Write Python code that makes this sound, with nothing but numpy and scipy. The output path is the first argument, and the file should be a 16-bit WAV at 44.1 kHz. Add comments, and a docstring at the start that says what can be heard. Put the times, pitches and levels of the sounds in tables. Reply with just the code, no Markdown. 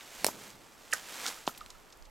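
"""A stone knocks on the thin ice of a forest lake, over faint outdoor air. At 0.25 s comes a quick cluster:
sharp cracks over hollow thuds, each with a short spray of hiss, then a low wash and two dull bumps.
Near 0.93 s a lighter knock sounds with falling pings, bending waves in the sheet. A swishing hiss
swells to a peak at 1.27 s and ebbs before the last knock at 1.48 s. Pings and small ticks thin out
while wind buffets the microphone twice."""
import sys
import numpy as np
from scipy import signal
from scipy.fft import rfft, irfft
from scipy.io import wavfile

SR = 44100
rng = np.random.default_rng(int(sys.argv[2]) if len(sys.argv) > 2 else 0)


def bounce(signal):
    """Save signal as a 16-bit WAV file at the path given by the first command-line argument."""
    frames = np.transpose(np.atleast_2d(signal))
    limited = np.clip(frames, -1, 1)
    pcm = np.round(limited * 32767).astype(np.int16)
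    wavfile.write(sys.argv[1], SR, pcm)


N = 92610  # 2.1 s
HISS_SIDE, DIFFUSE_SIDE = 0.057, 0.55  # side/mid amplitude


def undb(db):
    """Decibels to gain."""
    return 10 ** (np.asarray(db) / 20)


def curve(points):
    """Gain over time from (t/s, level/dB) points."""
    return undb(np.interp(np.arange(N) / SR, *np.array(points).T))


def since(start_s):
    """Seconds since the start, zero before."""
    return np.maximum(np.arange(N) / SR - start_s, 0)


def envelope(start_s, rise_s, decay_s):
    """Exponential rise and fall."""
    t = since(start_s)
    return (1 - np.exp(-t / rise_s)) * np.exp(-t / decay_s)


def band(x, hz, spread):
    """Band-pass from hz / spread to hz * spread."""
    edges_hz = [hz / spread, min(hz * spread, SR / 2 - 1000)]
    return signal.sosfilt(signal.butter(2, edges_hz, "band", fs=SR, output="sos"), x)


def pan(x, db):
    """Stereo placement by L-R level."""
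    return x * undb(np.array([[db], [-db]]) / 2)


def noise(spectrum):
    """Unit-rms noise coloured by (f/Hz, level/dB) points."""
    hz, db = np.array(spectrum).T
    f = np.maximum(np.arange(N // 2 + 1) * SR / N, 1)
    colour = undb(np.interp(np.log(f), np.log(hz), db))
    low_cut = np.minimum(f / hz[0], 1)
    y = irfft(rfft(rng.standard_normal(N)) * colour * low_cut, N)
    return y / y.std()


def stereo_noise(spectrum, side):
    """Coloured mid noise plus a share of side noise."""
    return noise(spectrum) + side * noise(spectrum) * np.array([[1], [-1]])


def echo(x, spectrum, rise_s, decay_s, db):
    """Diffuse reflections: convolution with a decaying noise tail."""
    tail = stereo_noise(spectrum, DIFFUSE_SIDE) * envelope(0, rise_s, decay_s)
    tail /= np.sqrt(np.sum(tail ** 2) / 2)
    return undb(db) * signal.fftconvolve(x, tail, axes=1)[:, :N]


def contact(start_s, length_s):
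    """Contact of about unit energy: a spike when brief, partly whitened grit when longer."""
    burst = rfft(rng.standard_normal(N) * envelope(start_s, length_s / 2, length_s))
    grit = irfft(burst / np.sqrt(abs(burst) + 0.5 * abs(burst).mean()), N)
    grit /= np.sqrt(np.sum(grit ** 2))
    spike = signal.unit_impulse(N, int((start_s + length_s) * SR))
    spike_share = np.exp(-length_s / 0.00028)
    return np.sqrt(1 - spike_share) * grit + np.sqrt(spike_share) * spike


# air spectrum: f/Hz, level/dB
AIR_SPECTRUM = [(60, -2), (110, 5), (180, 0.5), (350, 5), (1100, 4), (2200, -5), (4500, -15), (8000, -20),
                (10000, -22), (12500, -15), (16000, -34)]

def air(db=-61):
    """Steady, diffuse outdoor air."""
    return undb(db) * stereo_noise(AIR_SPECTRUM, DIFFUSE_SIDE)


# wind envelope: t/s, level/dB
WIND_GUSTS = [(0, -75), (.2, -62.5), (.4, -69.5), (1.5, -67.5), (1.66, -54), (1.82, -65.5), (1.93, -70),
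              (2.02, -51.5), (2.1, -57)]

def wind():
    """Low buffeting on the microphone, partly different in each channel."""
    mid, side = band(rng.standard_normal((2, N)), hz=26.2, spread=1.48)
    rumble = mid + side * np.array([[1], [-1]])
    return rumble / rumble.std() * curve(WIND_GUSTS)


# shore echo spectrum: f/Hz, level/dB
SHORE_SPECTRUM = [(60, 15.5), (200, -2), (500, -4.5), (1400, -11.5), (4000, -34), (16000, -14)]

def bank_echoes(x):
    """Long, dark echo from the shore plus short, bright scatter from the near bank."""
    shore = echo(x, SHORE_SPECTRUM, rise_s=0.0067, decay_s=0.3, db=-26.5)
    near_bank = echo(x, SPRAY_SPECTRUM, SPRAY_RISE_S, decay_s=0.013, db=-13)
    return shore + near_bank


def low_wash(db=-48):
    """Dull noise lingering after the first knocks."""
    wash = band(rng.standard_normal(N), hz=236, spread=1.96)
    return undb(db) * wash / wash.std() * envelope(start_s=0.19, rise_s=0.07, decay_s=0.21)


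# swish envelope: t/s, level/dB
SWISH_SWELLS = [(0, -53.5), (.1, -52), (.23, -46.5), (.31, -50), (.38, -52.5), (.45, -49), (.52, -55),
                (.58, -60), (.76, -60), (.9, -55), (.97, -46), (1.02, -50.5), (1.14, -45.5), (1.245, -40),
                (1.275, -37.5), (1.335, -47), (1.44, -54.5), (1.6, -58), (1.8, -62.5), (2.1, -66.5)]
# swish spectrum: f/Hz, level/dB
SWISH_SPECTRUM = [(60, -31), (200, 0), (600, 3), (1300, 4.5), (2500, 3.5), (4500, 1), (7500, 0.5),
                  (10000, -6), (12500, -5), (16000, -14)]

def swish(grain_db=2, grains_per_s=600):
    """Fine-grained hiss, as of something sliding, that swells and ebbs."""
    grain_index = np.arange(N) / SR * grains_per_s
    grain = undb(grain_db * np.interp(grain_index, np.arange(N), rng.standard_normal(N)))
    return stereo_noise(SWISH_SPECTRUM, HISS_SIDE) * grain * curve(SWISH_SWELLS)


# low contacts: t/s, level/dB, f/Hz, length/s
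BUMP_EVENTS = [(0.425, -14, 222, 0.01), (0.524, -9.5, 138, .02)]

def bumps():
    """Soft, dull contacts."""
    return sum(undb(db) * band(contact(start_s, length_s), hz, spread=1.5)
               for start_s, db, hz, length_s in BUMP_EVENTS)


# small contacts: t/s, level/dB, f/Hz, length/s
TICK_EVENTS = [(.008, -17, 2420, 0.0021), (.0395, -33, 3450, 0.0028), (0.091, -34, 4000, 0.0017),
               (0.5035, -20.5, 5240, .0007), (0.916, -16, 7000, .004), (0.931, -2, 6500, 0.0036),
               (1.264, -0.5, 4300, 0.0012), (1.273, -2, 5300, 0.009), (1.343, -16.5, 4970, 0.00089),
               (1.403, -33, 4460, .0005), (1.4662, -9, 4570, 0.0053), (1.548, -19.5, 2970, 0.0025),
               (1.561, -27, 5000, 0.0017), (1.5749, -17, 3360, 0.0026), (1.577, -20.5, 9700, 0.0037),
               (1.607, -18, 3030, 0.0017), (1.6613, -15, 2530, 0.00098), (1.6614, -27, 6860, 0.00082),
               (1.7022, -15.5, 5160, 0.0025), (1.902, -29, 4900, 0.0023), (1.9237, -21, 4460, 0.004),
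               (1.9728, -33, 9000, 0.00069), (2.024, -28, 5000, 0.00095), (2.051, -26.5, 4870, 0.0057)]

def ticks():
    """Light, bright contacts."""
    return sum(undb(db) * band(contact(start_s, length_s), hz, spread=1.516)
               for start_s, db, hz, length_s in TICK_EVENTS)


# sheet pings: t/s, level/dB, first f/Hz, last f/Hz, rise/s, decay/s, pan L-R/dB
PING_EVENTS = [(0.9252, -29, 3280, 2270, 0.0014, 0.004, -5.5),
               (0.9276, -23.5, 2140, 1495, 0.00067, 0.0093, -4.5),
               (0.93, -29.5, 1565, 1220, .002, 0.007, -4.5), (0.9305, -26.5, 1960, 1870, .002, 0.0041, -5),
               (1.255, -35, 1440, 1330, 0.0025, 0.0042, -3), (1.372, -46.5, 1370, 1270, 0.0033, 0.0053, -6),
               (1.4925, -36.5, 1370, 1240, 0.0014, 0.004, -2.5),
               (1.61, -36, 1315, 1225, 0.0025, 0.0055, -3.5), (1.750, -51.5, 1410, 1280, 0.002, .008, -2)]

def pings(glide_s=0.0031):
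    """Bending waves in the ice: highs arrive first, so the pitch falls, settles and rings on."""
    out = np.zeros((2, N))
    for start_s, db, first_hz, last_hz, rise_s, decay_s, pan_db in PING_EVENTS:
        t = since(start_s)
        hz = last_hz + (first_hz - last_hz) * np.exp(-t / glide_s)
        chirp = np.sin(2 * np.pi * np.cumsum(hz * (t > 0)) / SR)
        shape = envelope(start_s, rise_s, decay_s) * np.minimum(t / rise_s, 1)
        out += pan(undb(db) * shape / shape.max() * chirp, pan_db)
    return out + echo(out, SPRAY_SPECTRUM, SPRAY_RISE_S, decay_s=0.031, db=-13.5)


def ice_mirror(x, delay_s=0.0022, db=-23.5):
    """Direct sound plus its reflection off the flat ice."""
    return x + undb(db) * np.roll(x, int(delay_s * SR), axis=-1)


# stone resonances: f/Hz, level/dB, decay/s
STONE_MODES = [(3230, -46, 0.0032), (4420, -35.5, 0.0024), (6000, -49, 0.0027), (6630, -57, 0.0035),
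               (7460, -43, 0.0033)]

def stone_ring(x):
    """A contact plus the stone's very short, glassy ring."""
    t = since(0)
    ring = sum(undb(db) * np.exp(-t / decay_s) * np.sin(2 * np.pi * hz * t)
               for hz, db, decay_s in STONE_MODES)
    return x + signal.fftconvolve(x, ring)[:N]


SPRAY_RISE_S = 0.0018
# spectrum of the spray, ping tails and near-bank scatter: f/Hz, level/dB
SPRAY_SPECTRUM = [(100, 0.5), (300, -4.5), (1000, -1), (2500, -4), (4000, -1), (7000, 2), (9500, -3.5),
                  (12500, 4), (16000, -4)]
# blows: t/s, thud level/dB, thud f/Hz, boom level/dB, crack level/dB, crack f/Hz,
# crack spread/ratio, contact length/s, pan L-R/dB, spray cutoff/Hz, spray level/dB
KNOCK_EVENTS = [(0.2452, 12.5, 740, 9.5, 6, 4070, 2.48, 0.00039, -2, 13000, -34.5),
                (0.2653, 12, 563, -1, 3.5, 6700, 1.7, 0.00098, -2, 15000, -34.5),
                (0.27, -15, 580, -17, -13, 3000, 1.3, 0.00079, -6, 12000, -66),
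                (0.285, 2.5, 900, 3.5, -36, 2980, 1.5, .001, -3, 12000, -68),
                (0.2882, 4, 810, -16, -37, 3000, 1.4, 0.0009, -1, 12000, -68),
                (0.9357, 0, 640, -27, 2.5, 7070, 1.33, 0.000111, -5.5, 9100, -36.5),
                (1.4767, 13.5, 850, 11, -4, 3000, 1.52, .0004, -2, 12900, -38.5)]

def knocks():
    """Each blow pushes the sheet (thud, lower boom), cracks at the contact and trails a short hiss."""
    out = np.zeros((2, N))
    hiss = stereo_noise(SPRAY_SPECTRUM, HISS_SIDE)
    for (start_s, thud_db, thud_hz, boom_db, crack_db, crack_hz,
         crack_spread, length_s, pan_db, cutoff_hz, spray_db) in KNOCK_EVENTS:
        push = signal.unit_impulse(N, int(start_s * SR))
        thud = undb(thud_db) * band(push, thud_hz, spread=1.383)
        boom = undb(boom_db) * band(push, hz=272, spread=1.49)
        crack = undb(crack_db) * band(stone_ring(contact(start_s, length_s)), crack_hz, crack_spread)
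        spray = signal.sosfilt(signal.butter(2, cutoff_hz, fs=SR, output="sos"), hiss)
        spray *= undb(spray_db) * envelope(start_s, SPRAY_RISE_S, decay_s=0.02)
        out += pan(thud - boom + crack + spray, pan_db)
    return out


def scene(pan_db=-2):
    """Hits and their echoes, slightly right, over swish, wash, air and wind."""
    hits = ice_mirror(knocks()) + pings() + pan(ticks() + bumps(), pan_db)
    return hits + bank_echoes(hits) + pan(swish() + low_wash() + air(), pan_db) + wind()


def record(dry):
    """Steep low-pass at 15.9 kHz."""
    return signal.sosfilt(signal.ellip(10, 0.2, 80, 15900, fs=SR, output="sos"), dry)


dry = scene()
out = record(dry)
bounce(out)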